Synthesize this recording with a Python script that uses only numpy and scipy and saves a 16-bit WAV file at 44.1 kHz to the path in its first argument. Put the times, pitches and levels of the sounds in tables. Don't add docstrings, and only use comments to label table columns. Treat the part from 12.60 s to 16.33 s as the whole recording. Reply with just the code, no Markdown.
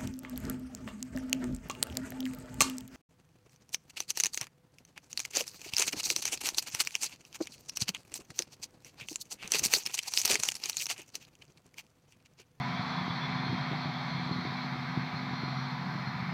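import sys
import numpy as np
from scipy import signal
from scipy.fft import rfft, irfft
from scipy.io import wavfile
from scipy.ndimage import uniform_filter1d

SR = 44100
rng = np.random.default_rng(int(sys.argv[2]) if len(sys.argv) > 2 else 0)


def makeup_ratio(level_db):
    decades = np.asarray(level_db, float) / 20
    return 10 ** decades


def int16_out(signal):
    q = np.round(np.clip(np.atleast_2d(signal).T, -1, 1) * 32767)
    wavfile.write(sys.argv[1], SR, q.astype(np.int16))


N = 164493

# t/s, level/dB
CARRY_DB = [(0.05, -37), (0.33, -37), (1.14, -37.5), (1.33, -38.5), (3.67, -39.5), (3.68, -39)]


def engine(speed):
    cycle_hz = 14.82
    # multiple of the cycle, level/dB
    orders = [(6, -71), (8, -78), (9, -45.5), (10, -48), (11, -54.5), (12, -44.5), (15, -60), (24, -70.5)]
    # t/s, level/dB, tilt toward the upper orders/dB
    exhaust = [(0, -4, -12), (.15, -4, 0.5), (.35, -5.5, 6), (.6, -3, -3), (.8, 2.5, -1.5), (1.0, -1, -0.5),
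               (1.25, -3, -1.5), (1.5, 3.5, 0.5), (1.75, -3, 2.5), (1.95, -1, -1.5), (2.15, -1.5, -4),
               (2.4, 2, -2), (2.65, -4, -0.5), (2.85, -2.5, -7), (3.05, 0, -6), (3.25, 3.5, 2),
               (3.5, 1.5, -3), (3.73, 2, 4.5)]
    # f/Hz, density/dB per Hz
    rumble_colour = [(15, -72), (25, -35), (70, -15.5), (108, -3), (146, 7.5), (211, 6), (252, -3.5),
                     (301, -10.5), (520, -16), (680, -70), (1140, -120)]
    # f/Hz, density/dB per Hz
    roar_colour = [(290, -7), (500, -14), (551, -10), (730, 0), (810, -0.5), (1000, 0.5), (1790, -5.5),
                   (2190, -2.5), (2950, -20.5), (3840, -35), (6490, -120)]
    time_s, note_db, tilt_db = np.array(exhaust).T

    def shift_db(order):
        tilted_db = note_db + tilt_db * np.clip((order - 10.5) / 1.5, -1, 1)
        return np.interp(np.arange(N) / SR, time_s, tilted_db)

    drone = sum(tone(cycle_hz * order * speed, db + shift_db(order), waver_db=1.5, blur_hz=1.503, rate_hz=15)
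                for order, db in orders)
    rumble = bands(rumble_colour, -42.5, flicker_db=1.5, rate_hz=12, swell_db=-0.45)
    roar = bands(roar_colour, -40.5, flicker_db=0.82, rate_hz=6.71, swell_db=0.5)
    noise = rumble * makeup_ratio(0.2 * shift_db(11.4)) + roar
    return drone + dips(noise, [(510, 70, -4)])


def spreader(speed, t):
    # multiple, level/dB
    pump = [(1, -46), (2, -68), (3, -55.5), (4, -53), (5, -60)]
    # t/s, level/dB
    pump_load = [(0, -3), (1.3, -1.4), (1.75, -0.5), (2.4, -1.5), (3.0, -1.5), (3.2, -4), (3.73, -8.5)]
    # f/Hz, level/dB, drift/dB per s
    drive_line = [(715.6, -57, -.3), (1125.6, -57, -1.2), (1163, -61, .3), (1433, -64, .1), (1561, -59, .6),
                  (1672, -64, -.5), (1790, -60, -1.5), (2042, -63, .1), (2150, -63, .1), (2316, -62, .1)]
    # f/Hz, best level/dB, best heard t/s, fall/dB per s
    gear_whine = [(3104, -66, .9, 1.5), (3237, -57.5, .85, 7), (3630, -60, 1.9, 2), (3829, -61, 1.6, 2.5),
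                  (4019, -60, 1.5, 2), (4417, -62.5, 1.6, 1), (4627, -67, 2, 1), (5050, -67, 3.65, 1.6),
                  (5270, -74, 2, 0), (5973, -74, .55, 1)]
    # start/s, length/s, level/dB
    high_bursts = [(0.317, 0.056, -55), (0.556, 0.12, -52), (0.694, 0.13, -53), (0.8, 0.09, -48.5),
                   (0.909, 0.057, -50.5), (1.015, 0.043, -49), (1.133, 0.043, -62), (1.185, 0.09, -53.5),
                   (1.358, 0.036, -68), (1.406, 0.061, -52.5), (1.49, 0.098, -49), (1.638, 0.051, -58),
                   (1.718, 0.029, -44.5), (1.777, 0.069, -53.5), (1.837, 0.047, -53), (1.889, 0.033, -68),
                   (1.929, 0.047, -56), (1.995, 0.043, -55), (2.105, 0.029, -66), (2.29, 0.05, -53),
                   (2.4, 0.072, -55), (2.498, 0.036, -66), (2.546, 0.04, -50.5), (2.661, 0.036, -56),
                   (2.75, 0.19, -51), (2.957, 0.042, -53), (3.087, 0.032, -51), (3.324, 0.032, -57),
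                   (3.38, 0.047, -53.5), (3.452, 0.049, -50.5)]
    # start/s, length/s, level/dB
    low_bursts = [(0.01, 0.056, -52), (0.135, 0.051, -53), (0.23, 0.054, -57), (0.31, 0.033, -50),
                  (0.367, 0.047, -46.5), (0.495, 0.024, -42), (0.55, 0.029, -54), (0.605, 0.065, -46),
                  (0.69, 0.045, -52), (0.76, 0.048, -51), (.84, 0.051, -51), (.95, .05, -61),
                  (1.04, 0.073, -59), (1.217, 0.046, -53), (1.348, 0.032, -52), (1.5, 0.028, -48),
                  (1.558, 0.051, -49)]
    # start/s, length/s, level/dB
    thin_bursts = [
        (.6, 0.12, -68),
        (1.48, .09, -78),
        (2.27, .14, -71),
        (2.7, 0.27, -70),
        (2.96, 0.093, -62.5),
        (3.44, 0.084, -70),
    ]
    # f/Hz, density/dB per Hz
    disc_colour = [(1680, -40), (2850, -16.5), (3340, -1), (3840, -2.5), (4310, 0), (4850, -9.5),
                   (5910, -17), (6790, -27), (8000, -34), (10400, -46), (17600, -120)]
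    # t/s, level/dB
    treble = [(0.05, -46.5), (0.45, -43), (2.02, -41), (2.2, -45), (2.92, -42), (2.93, -43), (3.68, -49)]

    pump_hz, load_db = 249.7, curve(pump_load)
    hum = sum(tone(pump_hz * k * speed, db + load_db / k, min(1.3 * k, 2.4), 1.3 * k, 10 + 6 * k)
              for k, db in pump)
    drive = sum(tone(hz * speed, db - 1.5 + drift * (t - t.mean()), 4, 4, 14) for hz, db, drift in drive_line)
    gears = sum(tone(hz * speed, db - fall * np.abs(t - best_s), 3, 9, 34)
                for hz, db, best_s, fall in gear_whine)

    high = tone(4211 * speed, bursts(high_bursts, -60.5, t), 1.8, 7, 52)
    low = tone(3447 * speed, bursts(low_bursts, -60 - 10 * t, t), 2, 8, 45)
    thin = tone(5731 * speed, bursts(thin_bursts, -79, t), 2, 9, 40)
    whines = (high + low + thin) / makeup_ratio(curve(CARRY_DB))

    discs = bands(disc_colour, -50, flicker_db=0.9, rate_hz=20, swell_db=0.3)
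    top = signal.sosfiltfilt(signal.butter(3, 4900, "high", fs=SR, output="sos"), discs)
    treble_db = curve(treble)
    hiss = makeup_ratio(0.77 * treble_db) * (discs - top) + makeup_ratio(0.12 * treble_db) * top
    return hum + drive + whines + makeup_ratio(-0.1) * gears + hiss


def wind():
    # t/s, peak/dB, width/ms, push 1 or pull -1
    bumps = [(0.1933, -18.3, 1.35, 1), (0.4125, -22.5, 0.99, 1), (0.4802, -19, 0.84, -1),
             (0.5008, -17.5, 1.35, 1), (0.6919, -31, 0.63, -1), (0.7294, -24, 1.35, -1),
             (0.869, -19.5, 0.84, 1), (0.896, -17.5, 1, 1), (0.9043, -24, 1.2, 1), (0.9067, -26, 0.62, 1),
             (0.9254, -24, 0.94, 1), (0.9288, -17.5, 0.85, 1), (0.9369, -32.0, 0.4, 1),
             (0.9408, -27, 0.81, 1), (0.948, -18, 1.04, -1), (1.0661, -27.1, 0.68, -1),
             (1.1145, -18, 0.81, 1), (1.122, -27, 0.44, 1), (1.133, -20.5, 0.66, -1),
             (1.2569, -21, 0.97, 1), (1.5405, -25, 1.6, -1), (1.5773, -27, 0.98, -1), (1.5978, -33, 0.4, 1),
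             (1.6639, -23, 1.2, -1), (1.6947, -27, 0.4, 1), (1.7128, -15, 0.9, -1), (1.7245, -33, 0.37, -1),
             (1.7615, -21, 1, 1), (1.785, -24, 0.88, 1), (1.7919, -24.2, 0.86, -1),
             (1.852, -22.5, 0.54, -1), (1.8549, -21, 1.2, -1), (1.8723, -21, 0.8, -1),
             (1.9233, -26.5, 0.7, 1), (2.3722, -41, 0.36, -1), (2.3751, -13.5, 0.9, -1),
             (2.3938, -25, 1.1, 1), (2.5422, -24, 1.1, -1), (2.5615, -26, 0.99, -1), (2.7094, -26, 0.75, 1),
             (2.7327, -21.5, 0.94, 1), (2.835, -18.5, 0.78, -1), (2.8809, -22, 0.8, 1),
             (3.3554, -20.5, 0.91, -1), (3.3935, -26, 1.2, 1), (3.4732, -21, 1.24, -1),
             (3.5571, -21, 1.9, 1), (3.6253, -19, 1.3, -1)]
    small_per_s, small_db, small_spread_db = 22, -40, 2.2
    gain_db, port_hz = -0.5, 130

    wait, strength, shape = rng.random((400, 3)).T
    small_s = np.cumsum(-np.log(1 - wait)) / small_per_s
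    eddies = list(bumps)
    for s, a, b in zip(small_s, strength, shape):
        peak_db = small_db - small_spread_db * np.log(1 - a)
        eddies.append((s, peak_db, 0.5 + 0.5 * b, b % 0.1 - 0.05))

    press, near = np.zeros(N + 2000), np.arange(-400, 400)
    for s, db, width_ms, push in eddies:
        at = s * SR
        if at < N:
            x = (near - at % 1) / (max(width_ms, 0.38) * SR / 1000)
            press[int(at) + near] += np.sign(push) * makeup_ratio(db + gain_db) * np.exp(-x ** 2 / 2)
    quick = press[:N] - uniform_filter1d(press, int(SR / 90))[:N]
    return signal.sosfilt(signal.butter(4, port_hz, "high", fs=SR, output="sos"), quick)


def tone(hz, db, waver_db, blur_hz, rate_hz):
    phase = 2 * np.pi * np.cumsum(hz + blur_hz * walk(rate_hz)) / SR + 2 * np.pi * rng.random()
    gain = makeup_ratio(waver_db * walk(rate_hz))
    gain = gain / np.sqrt(np.mean(gain ** 2))
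    return np.sqrt(2) * makeup_ratio(db) * gain * np.sin(phase)


def bands(colour, db, flicker_db, rate_hz, swell_db):
    f = np.fft.rfftfreq(N, 1 / SR) + 1
    hz, per_hz_db = np.array(colour).T
    shape = makeup_ratio(np.interp(np.log(f), np.log(hz), per_hz_db, left=-200, right=-200))
    noise = rfft(rng.standard_normal(N)) * shape
    out, shared = 0, walk(4.5)
    for centre in np.arange(np.log2(20), np.log2(SR / 2), 1 / 3):
        if hz[0] / 1.3 < 2 ** centre < hz[-1] * 1.3:
            window = np.cos(np.pi / 2 * np.clip(3 * (np.log2(f) - centre), -1, 1)) ** 2
            shared = 0.8 * shared + 0.6 * walk(2.5)
            out = out + irfft(noise * window, N) * makeup_ratio(swell_db * shared + flicker_db * walk(rate_hz))
    return level(out, db)


def bursts(table, rest_db, t):
    db = rest_db + 0 * t
    for start_s, length_s, top_db in table:
        db = np.where((t >= start_s) & (t < start_s + length_s), top_db, db)
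    return uniform_filter1d(db, int(0.024 * SR))


def curve(table):
    db = np.interp(np.arange(N) / SR, *np.array(table).T)
    return db - db.mean()


def walk(rate_hz):
    k = int(SR / rate_hz)
    held = np.repeat(rng.standard_normal(200), k)[:N + k]
    slewed = uniform_filter1d(uniform_filter1d(held, k), k)
    return 1.3 * slewed[k // 2:k // 2 + N]


def level(x, db):
    return x * makeup_ratio(db) / np.sqrt(np.mean(x ** 2))


def dips(x, table):
    f = np.fft.rfftfreq(N, 1 / SR)
    cut_db = sum(db * np.exp(-0.5 * ((f - hz) / width_hz) ** 2) for hz, width_hz, db in table)
    return irfft(rfft(x) * makeup_ratio(cut_db), N)


def gaps(x):
    # f/Hz, width/Hz, level when open/dB
    gap_table = [(6250, 30, -7), (6600, 40, -12), (6830, 45, -20), (7150, 35, -9), (7400, 80, -24),
                 (7600, 45, -14)]
    rate_hz, threshold = 14, 0.35
    for dip in gap_table:
        opening = np.clip(2 * (walk(rate_hz) - threshold), 0, 1)
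        x = x + opening * (dips(x, [dip]) - x)
    return x


def scene():
    t = np.arange(N) / SR
    speed = 1 + 0.0004 * walk(1.2)
    far = engine(speed) + spreader(speed, t)
    return (far * makeup_ratio(curve(CARRY_DB)) + wind())[None]


def top_cut(x):
    return signal.sosfilt(signal.butter(12, 16350, fs=SR, output="sos"), x)


def record(dry):
    # f/Hz, density/dB per Hz
    hiss_colour = [(4410, -36), (7500, -16), (14700, -1), (15600, -3), (16000, -27)]
    hiss = bands(hiss_colour, -78.5, flicker_db=0.2, rate_hz=9, swell_db=0.1)
    low_pass = signal.ellip(12, 0.2, 60, 15300, fs=SR, output="sos")
    return top_cut(signal.sosfilt(low_pass, gaps(dry + hiss)))


dry = scene()
out = record(dry)
int16_out(out)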